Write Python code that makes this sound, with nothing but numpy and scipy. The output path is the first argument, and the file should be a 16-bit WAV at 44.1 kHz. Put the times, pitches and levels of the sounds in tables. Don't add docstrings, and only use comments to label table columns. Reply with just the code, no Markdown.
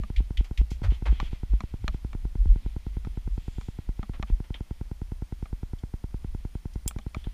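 import sys
import numpy as np
from scipy import signal
from scipy.fft import rfft, irfft
from scipy.io import wavfile

SR = 44100
rng = np.random.default_rng(int(sys.argv[2]) if len(sys.argv) > 2 else 0)


def int16_out(signal):
    q = np.round(np.clip(np.atleast_2d(signal).T, -1, 1) * 32767)
    wavfile.write(sys.argv[1], SR, q.astype(np.int16))


N = 323253

# f/Hz, width/Hz, level/dB
CASE_OPENING = [(1970, 570, 1), (2590, 600, 2.5), (3200, 490, 3), (4260, 1120, -5)]
# t/s, rustle level/dB, sway level/dB
MOVEMENT = [(0.0, -64, -33.5), (0.35, -69.5, -41.5), (1.0, -65.5, -38), (1.2, -62, -29), (1.4, -65.5, -40),
            (2.33, -68.5, -35.5), (2.55, -64.5, -33.5), (3.2, -67.5, -39.5), (3.53, -64.5, -42),
            (4.05, -67, -38.5), (4.5, -69, -43), (5.5, -69.5, -40.5), (5.98, -71, -48.5), (6.31, -67, -39),
            (6.88, -71.5, -41.5), (7.33, -63.5, -39)]


def amp(db):
    return 10 ** (np.asarray(db) / 20)


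def rms_one(x):
    return x / np.sqrt(np.mean(x ** 2) + 1e-20)


def in_time(rows):
    t_s, *columns = np.transpose(rows)
    return [np.interp(np.arange(N) / SR, t_s, c) for c in columns]


def coloured(spectrum):
    hz, db = np.transpose(spectrum)
    bins_hz = np.fft.rfftfreq(N, 1 / SR) + 1
    gain = amp(np.interp(np.log(bins_hz), np.log(hz), db))
    return rms_one(irfft(rfft(rng.standard_normal(N)) * gain, N))


def drift(rate_hz):
    knots = rng.standard_normal(int(N / SR * 60) + 2)
    return np.interp(np.arange(N) / SR * rate_hz, np.arange(len(knots)), knots)


def low_pass(x, hz):
    return signal.sosfilt(signal.butter(2, hz, fs=SR, output="sos"), x)


def band(x, low_hz, high_hz):
    return rms_one(signal.sosfilt(signal.butter(2, [low_hz, high_hz], "band", fs=SR, output="sos"), x))


def resonate(x, peaks):
    out = 0
    for k, (hz, width_hz, db) in enumerate(peaks):
        r = np.exp(-np.pi * width_hz / SR)
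        poles = [1, -2 * r * np.cos(2 * np.pi * hz / SR), r * r]
        out += (-1) ** k * amp(db) * (1 - r * r) * signal.lfilter([1, 0, -1], poles, x)
    return rms_one(out)


def ring(force, hz, t60_s):
    r, w = amp(-60 / (t60_s * SR)), 2 * np.pi * hz / SR
    return signal.lfilter([0, np.sin(w)], [1, -2 * r * np.cos(w), r * r], force + 1e-18)


def grit(spread_db):
    return rng.standard_normal(N) * amp(spread_db * np.minimum(rng.exponential(1, N), 5))


def burst(t_s, db, t60_s):
    clicks = np.zeros(N)
    clicks[np.round(np.asarray(t_s) * SR).astype(int)] = amp(db)
    return signal.lfilter([1], [1, -amp(-60 / (t60_s * SR))], clicks + 1e-18)


def circuit(hiss_db=-63.5):
    # f/Hz, relative density/dB
    hiss = [(100, -0.5), (200, -0.5), (400, -9), (800, -7), (2000, -13), (3200, -21.5), (5000, -13),
            (8000, -18.5), (12000, -20.5), (16000, -23.5)]
    # t/s, f/Hz, level/dB
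    whine = [(0, 9600, -77.5), (1.5, 9720, -82.5), (2.5, 9680, -78.5), (4.5, 9600, -79.5), (5.2, 9510, -79),
             (7.33, 9540, -76)]
    hz, db = in_time(whine)
    phase = 2 * np.pi * np.cumsum(hz) / SR
    out = amp(hiss_db) * coloured(hiss)
    for ratio, fuzz_hz, gain_db in [(1, 130, 0), (1.5, 200, -6)]:
        a, b = low_pass(rng.standard_normal((2, N)), fuzz_hz)
        out += amp(db + gain_db) * rms_one(a * np.cos(ratio * phase) + b * np.sin(ratio * phase))
    return out


def beacon(start_s=-.00146, period_s=.1024047):
    def blip(age_s, hz, width_hz):
        return np.exp(-np.pi * width_hz * age_s) * np.sin(2 * np.pi * hz * age_s)

    n = round(.1 * SR)
    t = np.arange(n) / SR
    on = amp(-30.5) * blip(t, 600, 520)
    off = amp(-35.3) * blip(np.maximum(t - .00151, 0), 800, 1300)
    u = 2 * np.pi * 120.5 * np.maximum(t - .00187, 0)
    pole = np.exp(-2 * np.pi * 502 / SR)
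    sag = signal.lfilter([1 - pole], [1, -pole], amp(-19) * u * np.exp(1 - u))
    w = 2 * np.pi * 29.9
    coupling = signal.bilinear([1, 0, 0], [1, w / 1.28, w * w], SR)
    pop = signal.lfilter(*coupling, -on - off - sag)
    train = np.zeros(N + n)
    at = np.round(np.arange(start_s, N / SR, period_s) * SR).astype(int) + n
    train[at] = amp(rng.normal(0, 0.073, len(at)))
    return signal.fftconvolve(train, pop)[n:n + N]


def rustle():
    db, _ = in_time(MOVEMENT)
    return amp(db + 1.4 * drift(rate_hz=25)) * resonate(grit(1.4), CASE_OPENING)


def sway():
    # f/Hz, relative density/dB
    rumble = [(8, -4), (20, 0.5), (40, 5), (55, 4), (70, -4), (90, -23.5), (120, -25), (220, -30),
              (400, -46.5), (900, -56), (3000, -110)]
    _, db = in_time(MOVEMENT)
    return amp(db + 3.7 * drift(rate_hz=11)) * coloured(rumble)


def thuds(tail_s=0.035):
    # t/s, level/dB, f/Hz, length/s
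    jolts = [(0.018, -24, 39.8, 0.028), (0.19, -11.5, 43, 0.021), (0.227, -22, 49.3, 0.015),
             (0.401, -11.5, 45.2, 0.021), (0.604, -9.5, 45.4, 0.02), (0.639, -19, 48.6, 0.016),
             (0.863, -22, 90.6, 0.039), (0.899, -12, 52, 0.027), (1.107, -11, 52.6, 0.028),
             (1.227, -19, 49.8, 0.012), (1.537, -14, 49, 0.043), (1.824, -35, 98.5, 0.028),
             (1.905, -25, 45, 0.017), (2.264, -22, 46.7, 0.026), (2.412, -12.5, 41.8, 0.031),
             (2.474, -13, 52.3, 0.012), (2.51, -7.5, 38.1, 0.036), (3.272, -21, 47.6, 0.019),
             (3.33, -20, 42.8, 0.033), (3.897, -24.5, 40.2, 0.031), (4.238, -24.5, 47.7, 0.023),
             (4.334, -11, 39.3, 0.019)]
    out, t = np.zeros(N), np.arange(N) / SR
    for t_s, db, hz, length_s in jolts:
        near = slice(max(round((t_s - .15) * SR), 0), round((t_s + .3) * SR))
        age_s = t[near] - t_s
        push = np.exp(-2 * (age_s / length_s) ** 2)
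        tail = amp(-9) * np.exp(-np.maximum(age_s, 0) / tail_s) * (1 - push) * (age_s > 0)
        out[near] += amp(db) * (push + tail) * np.cos(2 * np.pi * hz * age_s - 2)
    return out


def case_taps():
    # t/s, strength/dB, tilt/(dB/octave)
    taps = [(0.035, -39.5, -2), (1.2, -26.5, -1.5), (1.605, -33, 1), (1.879, -25.5, 1.5), (2.13, -40, -0.5),
            (3.048, -41, -0.5), (3.611, -43, 2), (4.029, -35, -2), (4.226, -29, -0.5), (5.456, -43, -3.5),
            (6.909, -39, 0.5), (6.986, -38, 1), (7.146, -32, 0.7)]
    # f/Hz, level/dB, t60/s
    modes = [(206, 0, 0.067), (632.4, -15, 0.045), (799, -8, 0.03), (1173, 1.5, .016), (1287, -1.5, 0.014),
             (1790, -2.5, 0.0074), (2325, -3.5, 0.012), (2880, -11, 0.012), (3330, -10, 0.013),
             (3640, -11.5, 0.012), (4150, -10.5, 0.011), (5680, -14, 0.0094), (6300, -18, 0.006),
             (7000, -13.5, 0.0069), (8800, -26, .006), (12100, -13, .005)]
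    t_s, db, tilt = np.transpose(taps)
    strikes = np.round(t_s * SR).astype(int) + round(.0006 * SR)
    scatter_db = rng.normal(0, 1.22, (len(taps), len(modes)))
    knock_db = -42 + 0.78 * (db + 35)
    out, chatter = np.zeros(N), grit(1.27)
    for k, (hz, mode_db, t60_s) in enumerate(modes):
        level_db = knock_db if k == 0 else db + mode_db + tilt * np.log2(hz / 1500) + scatter_db[:, k]
        envelope = burst(t_s, level_db - 23, t60_s=0.034 * (hz / 1000) ** -.3)
        force = np.roll(chatter, 997 * k) * envelope
        force[strikes] += amp(level_db) * (-1) ** k
        out += ring(force, hz, t60_s)
    return low_pass(out, hz=7500)


def scuffs(fade_t60_s=0.14, bite_t60_s=0.017):
    # t/s, level/dB, low/dB, top/dB, ring/dB, bite/dB (these four re level), hold/s
    scrapes = [(.162, -44.5, -17, -14.5, -6, 8, .0071), (.372, -44.5, -16, -14.5, 1, 11, .004),
               (0.442, -54, 0.5, -3.5, -19, -3, .0043), (0.575, -44, -17, -10, -8, 9.5, .0036),
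               (0.704, -53.5, -9, .6, -16, 4, .016), (0.829, -51.5, 13, -6, -6, -14.5, 0.016),
               (0.901, -55.5, -4, -12, -0.5, -2.2, 0.05), (1.053, -43.5, 8.5, -24, -9, -16, 0.012),
               (1.114, -59, -6, -16, -2, -3, 0.084), (1.202, -55.5, -5, -9.5, -4, -5, 0.074),
               (1.31, -60, -3.5, -10, -15, -2, 0.048), (1.924, -64, -6, -5, -6, -3, .025),
               (4.133, -56, 7.5, -23, -10, -8, 0.008), (4.27, -59, -4, -10, -10, -2, .03),
               (4.438, -60, 2, -15, -14, -2, .005), (4.542, -52, 1.5, -20, 7, 13, .006),
               (5.784, -66, -18, 1, 5, -2, .005), (6.736, -72, -2, 8, -10, 13.5, .0018),
               (7.013, -70, -10, -20, 3, 6, .004), (7.164, -69, -10, -2, 3, -6, .052),
               (7.241, -64, 9.5, -21, 14, 12.5, .0024)]
    # f/Hz, width/Hz, level/dB
    top_peaks = [(4480, 470, -1), (5360, 950, -2), (6020, 710, -1.5), (7340, 850, -7), (9450, 2500, -14.5),
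                 (12600, 3000, -18)]
    ring_peak = [(3173, 450, 0)]
    low = band(grit(3.5), 155, 1800)
    top = resonate(grit(2.5), top_peaks)
    mid = band(resonate(grit(2.9), CASE_OPENING), 1780, 3870)
    ringing = resonate(resonate(grit(2.1), ring_peak), ring_peak)
    out = np.zeros(N)
    for t_s, db, low_db, top_db, ring_db, bite_db, hold_s in scrapes:
        start = round(t_s * SR)
        age_s = np.arange(min(round(.35 * SR), N - start)) / SR
        near = slice(start, start + len(age_s))
        rise_s = .0025 * amp(-0.66 * bite_db)
        attack = amp(db) * (1 - np.exp(-age_s / rise_s))
        fade = amp(-60 * np.maximum(age_s - hold_s, 0) / fade_t60_s)
        bite = amp(bite_db - 60 * age_s / bite_t60_s)
        out[near] += attack * (fade * amp(low_db) * low[near]
                               + (fade + bite) * mid[near]
                               + (fade ** 1.7 + bite) * amp(ring_db) * ringing[near]
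                               + (fade ** 1.2 + bite) * amp(top_db) * top[near])
    return out


def airy_swell(peak_s=3.64, peak_db=-65, rise_s=0.31, fall_s=0.1):
    # f/Hz, width/Hz, level/dB
    peaks = [(3320, 300, 3.5), (4960, 840, -4), (7200, 950, -2.5)]
    age_s = np.arange(N) / SR - peak_s
    envelope = np.exp(-(age_s / np.where(age_s < 0, rise_s, fall_s)) ** 2)
    return amp(peak_db) * envelope * resonate(rng.standard_normal(N), peaks)


def snap_hook(slam_s=6.878, bounce_s=.0034):
    # f/Hz, level/dB, t60/s
    modes = [(2300, -17, 0.014), (2680, -16, 0.0082), (3290, -9, 0.027), (3400, -12.5, .02),
             (5130, -10, 0.012), (5950, -8.5, 0.0055), (6950, -10, .008), (7450, 0.5, 0.01),
             (7600, -1, 0.01), (8470, -8, 0.012), (8740, -2, 0.0097), (9050, -4, 0.0067), (9800, -17, .01),
             (10400, -6, 0.019), (10860, -7, .014), (11400, -16, 0.009), (12100, -13, 0.011),
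             (12900, -15, 0.012), (13500, -11, .012), (14350, -11, .01), (15200, -4, .012)]
    bounce = np.arange(4)
    strikes = np.round((slam_s + bounce_s * bounce) * SR).astype(int)
    db = -26 - 6.5 * bounce
    low_db = -22.5 + 16.5 * np.minimum(bounce, 2)
    scatter = rng.normal(0, 1, (len(bounce), len(modes), 2))
    out, chatter = np.zeros(N), grit(1.7)
    rattle = burst([slam_s], db[0] - 23, t60_s=0.024) + burst([slam_s], db[0] - 34.5, t60_s=0.093)
    for k, (hz, mode_db, t60_s) in enumerate(modes):
        is_low = hz < 4000
        force = np.roll(chatter, 997 * k) * rattle * amp(-8 * is_low)
        strike_db = db + low_db * is_low + 1.7 * scatter[:, k, 0]
        force[strikes] += amp(strike_db) * np.sign(scatter[:, k, 1])
        out += amp(mode_db) * ring(force, hz, t60_s)
    return out


def scene():
    acoustic = rustle() + sway() + thuds() + case_taps() + scuffs() + snap_hook() + airy_swell()
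    return (acoustic + beacon() + circuit())[None]


def record(dry):
    shelf = signal.cheby2(12, 28, 15400, fs=SR, output="sos")
    cut = signal.cheby2(12, 60, 16800, fs=SR, output="sos")
    return signal.sosfilt(np.vstack([shelf, cut]), dry)


dry = scene()
out = record(dry)
int16_out(out)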